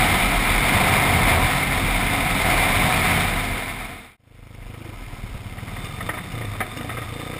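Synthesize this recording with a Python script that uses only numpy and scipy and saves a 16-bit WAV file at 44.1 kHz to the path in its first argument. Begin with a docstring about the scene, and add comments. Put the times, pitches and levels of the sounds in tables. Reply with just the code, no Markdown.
"""Wind rushes and buffets over a small plastic camera on a dirt bike rider's helmet, nearly hiding
the engine's drone. The bike cruises along a gravel trail, and a second one hums up close behind.
The fast ride fades out and a slow ride fades in: a single-cylinder four-stroke thumps at low revs,
each firing a puff down the pipe, and barks on short blips of throttle. Jolts rattle the bikes as they
clatter onto a plank bridge. The camera's coarse sampling adds a fizzy treble."""
import sys
import numpy as np
from scipy import signal
from scipy.fft import rfft, irfft
from scipy.io import wavfile
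from scipy.ndimage import uniform_filter1d

SR = 44100
rng = np.random.default_rng(int(sys.argv[2]) if len(sys.argv) > 2 else 0)


def file_out(sig):
    """Save sig as 16-bit WAV at sys.argv[1]."""
    # one column per channel
    cols = np.atleast_2d(sig).T
    # limit, then scale
    lim = np.clip(cols, -1, 1)
    pcm = np.round(lim * 32767).astype(np.int16)
    wavfile.write(sys.argv[1], SR, pcm)


N = 325898
TIME = np.arange(N) / SR
HZ = np.fft.rfftfreq(N, 1 / SR)
BRIDGE_RAMP_S = 5.64  # the bikes reach the rough ramp up to the bridge


def gain_of(db):
    """Decibels to gain."""
    return 10 ** (np.asarray(db) / 20)


def evened(x):
    """Scales to rms 1."""
    return x / np.sqrt(np.mean(x ** 2) + 1e-20)


def levelled(x):
    """Rides the gain to hold the rms near 1 over a few firings."""
    power = uniform_filter1d(uniform_filter1d(x ** 2, size=5000), size=5000)
    return x / np.sqrt(abs(power) + np.mean(x ** 2) / 1000)


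def curve(rows):
    """A control curve at every sample."""
    return np.interp(TIME, *np.transpose(rows))


def after(start_s, rise_s):
    """Ramps from 0 to 1 around the given moment."""
    return np.clip((TIME - start_s) / rise_s + .5, 0, 1)


def held(events, rise_s, fall_s):
    """Each event ramps toward its value around its start and back to zero around its end."""
    return sum(value * np.clip(np.minimum((TIME - start) / rise_s, (end - TIME) / fall_s) + .5, 0, 1)
               for start, end, value in events)


def swelling(events, rise_s, fall_s):
    """The gain of a sound that swells from silence toward each event's level in dB."""
    return held([(start, end, gain_of(db)) for start, end, db in events], rise_s, fall_s)


def wobble(rate_hz):
    """Smooth random motion of rms 1, up to the given rate."""
    return evened(irfft(rfft(rng.standard_normal(N)) / (1 + (HZ / rate_hz) ** 4), N))


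def spectrum(points):
    """An EQ curve in dB at every frequency."""
    hz, db = np.transpose(points)
    return np.interp(np.log(HZ + 1), np.log(hz + 1), db)


def lifted(modes):
    """The lift in dB that a set of resonances gives at every frequency."""
    return sum(db / (1 + (2 * (HZ - hz) / width) ** 2) for hz, width, db in modes)


def coloured(x, db):
    """Causal filter with the given gain: resonances ring after their cause."""
    log_gain = np.log(gain_of(db))
    phase = -signal.hilbert(np.r_[log_gain, log_gain[-2:0:-1]]).imag[:len(HZ)]
    return irfft(rfft(x) * np.exp(log_gain + 1j * phase), N)


def ring(x, modes):
    """Passes x through damped resonances."""
    t = np.arange(SR // 8) / SR
    response = sum(gain_of(db) * np.exp(-np.pi * width * t) * np.sin(2 * np.pi * hz * t)
                   for hz, width, db in modes)
    return signal.oaconvolve(x, response)[:N]


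# The headwind's strength while cruising. Each row: time in seconds, level in dB.
HEADWIND = [(0, -18), (.35, -21.5), (.77, -19), (1.4, -21), (1.68, -22.5), (2.3, -23), (2.46, -20),
            (3.12, -20.5), (3.7, -24.5), (4.1, -24.5)]
# Air resonances in the camera case. Each row: frequency in Hz, width in Hz, lift in dB.
CASE_MODES = [(720, 163, 12), (1006, 120, 5), (1282, 99, 6), (1805, 110, 3), (2116, 234, 10.5),
              (2360, 205, 8), (3020, 67, 1), (3615, 340, 5)]
# The broad hiss of the air. Each row: frequency in Hz, relative level in dB.
RUSH_EQ = [(100, -18.5), (300, -1), (400, -1), (510, -2.5), (620, -2.5), (900, -0.5), (1500, 1),
           (2000, 0.5), (2700, -2), (3800, -4), (4250, -9), (5200, -10), (5700, -14.5), (6000, -27)]


def wind_rush(flutter_db=0.73, flutter_hz=25, crackle_db=1.0, crackle_hz=350):
    """Turbulent air tears at the case in quick irregular bursts."""
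    bursts = gain_of(flutter_db * wobble(flutter_hz) + crackle_db * wobble(crackle_hz))
    air = coloured(bursts * rng.standard_normal(N), spectrum(RUSH_EQ) + lifted(CASE_MODES))
    return gain_of(curve(HEADWIND)) * evened(air)


# The bassy thud of the wind. Each row: frequency in Hz, relative level in dB.
BUFFET_EQ = [(25, -20), (55, -8.5), (85, 6.5), (130, 0.5), (190, -2), (270, -7), (360, -14), (700, -35),
             (2000, -42)]
# Gusts on the helmet. Each row: start and end in seconds, lift in dB.
GUSTS = [(.71, .8, 4.5), (1.13, 1.5, 4.5), (1.79, 1.9, 4.5), (2.2, 2.3, 1), (2.68, 2.97, 1.5)]


def buffeting(lumpy_db=0.4, lumpy_hz=9, level_db=-7.0):
    """Lumps of pressure beat on the helmet, following the headwind and harder in gusts."""
    lumps = gain_of(lumpy_db * wobble(lumpy_hz)) * coloured(rng.standard_normal(N), spectrum(BUFFET_EQ))
    gust_db = held(GUSTS, rise_s=0.033, fall_s=0.09)
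    return gain_of(curve(HEADWIND) + gust_db + level_db) * evened(lumps)


# The sub-bass of the eddies. Each row: frequency in Hz, relative level in dB.
EDDY_EQ = [(10, -36), (24, -17.5), (33, -9), (38, 4.5), (46, -13), (70, -28), (200, -46), (600, -87)]
# Eddies build up behind the helmet. Each row: start and end in seconds, lift in dB.
EDDY_SWELLS = [(.07, .69, 7.5), (1.2, 1.5, 7.5), (1.79, 2.02, 7.5), (2.53, 3.0, 7), (3.25, 3.95, 5.5),
               (4.3, 4.72, 6), (4.97, 5.42, 9), (5.66, 6.02, 8.5)]


def eddies(level_db, waver_db=2.6, waver_hz=6):
    """Large eddies give a deep rumble that comes in swells."""
    swell_db = held(EDDY_SWELLS, rise_s=0.095, fall_s=0.13) + waver_db * wobble(waver_hz)
    rumble = coloured(rng.standard_normal(N), spectrum(EDDY_EQ))
    return gain_of(swell_db + level_db) * levelled(rumble)


# Stretches of coarse gravel. Each row: start and end in seconds, level in dB.
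ROUGH_GROUND = [(-.1, .65, -36.5), (0.714, 1.48, -26.5), (1.55, 2.35, -38.5), (2.395, 3.018, -29.5)]
# Resonances of the gravel's roar. Each row: frequency in Hz, width in Hz, relative level in dB.
GRAVEL_MODES = [(758, 42, -11.5), (868, 160, -8.5), (1027, 180, -6)]


def gravel(grain_db=2.0, grain_hz=120):
    """Stones drum under the tyres in a hollow roar on the rough stretches."""
    stones = gain_of(grain_db * wobble(grain_hz)) * rng.standard_normal(N)
    return swelling(ROUGH_GROUND, rise_s=0.12, fall_s=0.19) * evened(ring(stones, GRAVEL_MODES))


# Revs while cruising. Each row: time in seconds, firings per second.
CRUISE_REVS = [(0, 47.6), (.7, 47), (1.2, 47.2), (1.7, 44.6), (2.2, 45.7), (2.6, 46), (3, 45.6), (4.1, 42)]
# The drone's harmonics. Each row: multiple of the firing rate, relative level in dB.
DRONE_HARMONICS = [(1, -0.5), (2, -1), (3, -1), (4, -3), (5, -2), (6, -1.5), (7, -9.5), (9, -9.5),
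                   (11, -7.5)]


def exhaust_drone(waver=0.0037, flutter_db=2.5, level_db=-37, ease_off_s=2.93, eased_db=-4.0):
    """The exhaust drones at speed, shaken by the wind. Easing off thins the lowest four harmonics."""
    cycles = np.cumsum(curve(CRUISE_REVS) * (1 + waver * wobble(8.5))) / SR
    thinning_db = eased_db * after(ease_off_s, rise_s=0.36)
    tone = np.zeros(N)
    for multiple, db in DRONE_HARMONICS:
        gain = gain_of(db + thinning_db * (multiple < 5) + flutter_db * wobble(9.9))
        tone += gain * np.cos(2 * np.pi * (multiple * cycles + rng.random()))
    return np.sqrt(2) * gain_of(level_db) * tone


# The second bike draws up close. Each row: start and end in seconds, level in dB.
DRAW_UP = [(2.82, 3.42, -33.5)]


def second_bike(hum_hz=170, waver=0.026, flutter_db=3.0):
    """The second bike adds a wavering hum while it pulls closer."""
    cycles = np.cumsum(hum_hz * (1 + waver * wobble(10.4))) / SR
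    hum = np.sqrt(2) * gain_of(flutter_db * wobble(17)) * np.cos(2 * np.pi * cycles)
    return swelling(DRAW_UP, rise_s=0.31, fall_s=0.3) * hum


# Revs on the slow ride. Each row: time in seconds, firings per second.
SLOW_REVS = [(4.18, 27.48), (4.4, 25.28), (4.65, 25.63), (4.8, 27.0), (4.95, 23.7), (5.08, 17.23),
             (5.22, 18.95), (5.45, 16.73), (5.62, 19.38), (5.85, 18.48), (6.05, 26.41), (6.22, 30.2),
             (6.4, 28.78), (6.52, 24.15), (6.72, 24.22), (6.88, 29.54), (7.12, 27.51), (7.39, 31.59)]


def engine_cycles():
    """Counts four-stroke cycles on the slow ride: one firing and two crank turns each."""
    running = TIME >= SLOW_REVS[0][0]
    return .6 + np.cumsum(curve(SLOW_REVS) * running) / SR


# The rider blips the throttle. Each row: start and end in seconds, opening from 0 to 1.
BLIPS = [(4.19, 4.92, 0.59), (5.55, 6.26, 0.33), (6.33, 6.47, 0.94), (6.74, 6.87, .95), (6.94, 7.03, 1),
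         (7.11, 7.45, 1)]


def throttle():
    """How far the throttle is open, 0-1."""
    return np.clip(held(BLIPS, rise_s=0.056, fall_s=0.049), 0, 1)


# Exhaust pipe resonances. Each row: frequency in Hz, width in Hz, relative level in dB.
PIPE_MODES = [(105.6, 65, 5.5), (196, 50, -3.5)]
# Resonances that open with the throttle. Each row: frequency in Hz, width in Hz, relative level in dB.
BARK_MODES = [(201, 70, 5.5), (271, 110, 3.5), (459, 49, 2), (570, 41, -14)]
# The thump slackens for a few firings. Each row: start and end in seconds, dip in dB.
FALTERS = [(4.93, 5.11, -5.5), (6.14, 6.32, -4.5), (6.62, 6.74, -3)]


def exhaust(cycles, uneven_db=3.0, stumble_cycles=0.043, rasp=0.028, rasp_cycles=0.48, low_hz=72,
            thump_db=-36.0, thump_open_db=-11, bark_db=-54, bark_open_db=19,
            bark_delay_s=0.00325, echo_s=0.00469, echo_gain=1.7):
    """Each firing puffs down the pipe: an even bark under throttle, a stumbling, breathy thump without."""
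    opening = throttle()
    slack = 1 - opening
    cycles = cycles + slack * stumble_cycles * wobble(8.4)
    firings = np.diff(np.floor(cycles), prepend=0) * gain_of(slack * uneven_db * wobble(34))
    gas = slack * rasp * np.exp(-(cycles % 1) / rasp_cycles) * rng.standard_normal(N)
    low_cut = HZ ** 4 / (HZ ** 4 + low_hz ** 4)  # a small pipe radiates little bass
    puffs = irfft(rfft(firings + gas) * low_cut, N)
    thump = levelled(ring(ring(puffs, PIPE_MODES), PIPE_MODES))  # header, then silencer
    direct = np.interp(TIME - bark_delay_s, TIME, puffs)
    echo = -echo_gain * np.interp(TIME - bark_delay_s - echo_s, TIME, puffs)  # the open end inverts it
    bark = levelled(ring(direct + echo, BARK_MODES))
    thinning_db = thump_open_db * opening ** 12  # wide open, the bark takes over
    thinning_db += held(FALTERS, rise_s=0.12, fall_s=0.061)
    return gain_of(thump_db + thinning_db) * thump + gain_of(bark_db + bark_open_db * opening) * bark


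# The tone of a valve tick. Each row: frequency in Hz, relative level in dB.
TICK_EQ = [(100, 3), (600, -37), (1200, -32), (2200, -1), (3000, 8), (3700, -16), (4300, -17), (6000, -7)]


def valves(cycles, tick_cycles=0.092, lag_cycles=0.11, uneven_db=4, level_db=-60, open_db=13):
    """The valves tick softly with every firing, harder under throttle."""
    age = ((cycles - lag_cycles) % 1) / tick_cycles
    gate = age * np.exp(-age) * gain_of(uneven_db * wobble(22))
    ticks = coloured(gate * rng.standard_normal(N), spectrum(TICK_EQ) + lifted(CASE_MODES))
    return gain_of(level_db + open_db * throttle()) * levelled(ticks)


# The crunch of grit. Each row: frequency in Hz, relative level in dB.
GRIT_EQ = [(80, -12), (250, 10), (450, 3), (720, -4.5), (1100, 0), (1600, -1.5), (2200, -5), (2800, -3),
           (3600, -6), (4200, -11), (5300, -7), (6000, -21.5)]


def rolling(cycles, clatter=0.44, clatter_cycles=0.063, grain_db=2.0, grain_hz=300,
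            level_db=-41.5, ramp_db=3):
    """Tyres crunch over grit, and the engine's metal clatters after each firing."""
    beat = 1 + clatter * np.exp(-((cycles - .1) % 1) / clatter_cycles)
    grains = beat * gain_of(grain_db * wobble(grain_hz)) * rng.standard_normal(N)
    crunch = evened(coloured(grains, spectrum(GRIT_EQ) + lifted(CASE_MODES)))
    return gain_of(level_db + ramp_db * after(BRIDGE_RAMP_S, rise_s=0.33)) * crunch


def rattle(events, eq, modes, rise_s, tail_db, tail_t60_s):
    """Each bump sets off a short dense rattle that rings the struck parts, with a weaker tail."""
    power = np.zeros(N)
    for start, db, t60 in events:
        age = np.maximum(TIME - start, 0)
        fall = gain_of(-60 * age / t60) + gain_of(tail_db - 60 * age / tail_t60_s)
        power += (gain_of(db) * (1 - np.exp(-age / rise_s)) * fall) ** 2
    colour_db = spectrum(eq) + lifted(modes) + lifted(CASE_MODES)
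    sound = coloured(np.sqrt(power) * rng.standard_normal(N), colour_db)
    return sound / np.sqrt(np.mean(gain_of(colour_db) ** 2))


# Jolts to the bike. Each row: start in seconds, level in dB, seconds to fall 60 dB.
JOLTS = [(4.741, -36, .052), (4.843, -37, .1), (5.583, -32.5, 0.05), (5.676, -28, .05), (5.761, -30.5, .07),
         (6.005, -22.5, 0.052), (6.089, -16.5, 0.06), (6.134, -27.5, .09), (6.171, -28, .14),
         (6.41, -30.5, 0.14), (6.551, -26.5, .05), (6.603, -15, 0.075), (6.611, -30, .07),
         (6.77, -32, 0.033), (6.808, -28.5, .06), (6.8925, -21, 0.05), (6.914, -29, .07),
         (6.968, -28.5, 0.13), (7.017, -31, 0.11), (7.336, -27, .054)]
# The body of a knock. Each row: frequency in Hz, relative level in dB.
KNOCK_EQ = [(60, -16), (250, 2.5), (600, -3), (1000, -9), (1500, -7), (1850, 7.5), (2300, -9), (3000, -5),
            (4000, -20), (6000, -25)]
# The mudguard's ring. 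Each row: frequency in Hz, width in Hz, lift or cut in dB.
MUDGUARD_MODES = [(1256, 510, 13.5), (1580, 81, 4.5), (1750, 59, -18)]


def knocks():
    """Jolts rattle the bike and set the mudguard clacking."""
    return rattle(JOLTS, KNOCK_EQ, MUDGUARD_MODES, rise_s=0.0015, tail_db=-21.0, tail_t60_s=0.41)


# Hollow swells. Each row: centre and half length in seconds, pitch and width in Hz, level in dB.
HOLLOW_SWELLS = [(4.86, 0.065, 323, 50, -43), (4.96, 0.034, 1000, 50, -51), (5.637, 0.11, 173, 50.5, -42.5),
                 (6.125, 0.31, 176, 60, -39.5), (6.133, .06, 316, 60, -43.5), (6.818, 0.041, 259, 80, -35)]


def hollow_swells():
    """Short hollow swells: the second bike's engine rumbles low behind, with a few brief higher groans."""
    out = np.zeros(N)
    for centre, half_length, hz, width, db in HOLLOW_SWELLS:
        tone = irfft(rfft(rng.standard_normal(N)) / (1 + ((HZ - hz) / width * 2) ** 4), N)
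        swell = np.exp(-((TIME - centre) / half_length) ** 2 / 2)
        out += gain_of(db) * swell * levelled(tone)
    return out


# The ring of chain and sprockets. Each row: frequency in Hz, width in Hz, relative level in dB.
CHAIN_MODES = [(3580, 57, 1.5), (1228, 30, 0), (2130, 330, 11)]


def chain(clicks_per_s=110, spread_db=5, hiss=0.04, spurt_db=1.5, spurt_hz=10, level_db=-43.5, open_db=3):
    """Loose links click over the sprockets in spurts near the bridge, louder when the throttle pulls."""
    hits = rng.random(N) < clicks_per_s / SR
    clicks = hits * gain_of(spread_db * np.clip(rng.standard_normal(N), -2, 2))
    links = ring(clicks + hiss * rng.standard_normal(N), CHAIN_MODES)
    pull_db = open_db * throttle() + spurt_db * wobble(spurt_hz)
    return after(BRIDGE_RAMP_S, rise_s=0.25) ** 2 * gain_of(level_db + pull_db) * levelled(links)


# Metal clinks. Each row: start in seconds, relative level in dB, seconds to fall 60 dB.
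CLINKS = [(5.845, -32, 0.084), (6.319, -29, .035), (6.772, -28.5, .045), (6.812, -36, .05)]
# The bright tone of a clink. Each row: frequency in Hz, relative level in dB.
CLINK_EQ = [(60, -40), (1000, -10), (2500, 1), (6000, -8)]
# The ring of small metal parts. Each row: frequency in Hz, width in Hz, lift in dB.
METAL_MODES = [(2840, 220, 20), (3620, 150, 12), (4800, 500, 10), (5340, 340, 12)]


def clinks(level_db=-3):
    """Small metal parts clink on the bumps."""
    metal = rattle(CLINKS, CLINK_EQ, METAL_MODES, rise_s=.0005, tail_db=-23, tail_t60_s=.12)
    return gain_of(level_db) * metal


# Engine booms. Each row: start and end in seconds, level in dB.
BOOMS = [(6.0, 6.203, -45), (6.327, 6.7, -33.5), (6.92, 7.11, -37)]


def piston_boom(cycles, lag_cycles=0.292):
    """The piston's shake, twice a crank turn, sings out in swells and glides with the revs."""
    crank_turns = 2 * (cycles - lag_cycles)
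    shake = -np.sqrt(2) * np.cos(2 * np.pi * 2 * crank_turns)
    return swelling(BOOMS, rise_s=0.065, fall_s=0.23) * shake


# Wheels drop onto loose planks. Each row: start in seconds, strength of the blow in dB.
PLANK_HITS = [(6.137, -37), (6.606, -30), (6.615, -27.5), (6.846, -40)]
# The ring of a plank and its bolts. Each row: frequency in Hz, width in Hz, gain in dB.
PLANK_MODES = [(616, 9.6, -1), (748, 28, 5.5), (1775, 30, 0), (2280, 16, 2.5)]


def planks():
    """Each drop of a wheel rings a loose plank."""
    blows = np.zeros(N)
    for start, db in PLANK_HITS:
        blows[round(start * SR)] += gain_of(db)
    return ring(blows, PLANK_MODES)


def scene(silence_at_s=4.17, fade_out_s=1.0, fade_in_s=0.93):
    """The fast ride fades to silence, and the slow ride fades in."""
    fade_out = np.clip((silence_at_s - TIME) / fade_out_s, 0, 1)
    fade_in = np.clip((TIME - silence_at_s) / fade_in_s, 0, 1)
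    cycles = engine_cycles()
    bumps = knocks() + clinks() + planks()
    fast = wind_rush() + buffeting() + eddies(level_db=-34) + gravel() + exhaust_drone() + second_bike()
    engine = exhaust(cycles) + piston_boom(cycles) + valves(cycles)
    slow = engine + eddies(level_db=-43.5) + rolling(cycles) + chain() + hollow_swells() + bumps
    return (fade_out * fast + fade_in * slow)[None]


def record(dry, cutoff_hz=15200):
    """The camera samples at 12 kHz and holds each value, which mirrors the sound into a fizzy treble."""
    coarse = signal.resample_poly(dry, 40, 147, axis=1)
    stepped = np.repeat(coarse, 4, axis=1)  # held steps at 48 kHz
    fizzy = signal.resample_poly(stepped, 147, 160, axis=1)[:, :N]  # back to SR
    low_pass = signal.firwin(511, cutoff_hz, window=("kaiser", 9), fs=SR)
    return signal.oaconvolve(fizzy, low_pass[None], "same")


dry = scene()
out = record(dry)
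file_out(out)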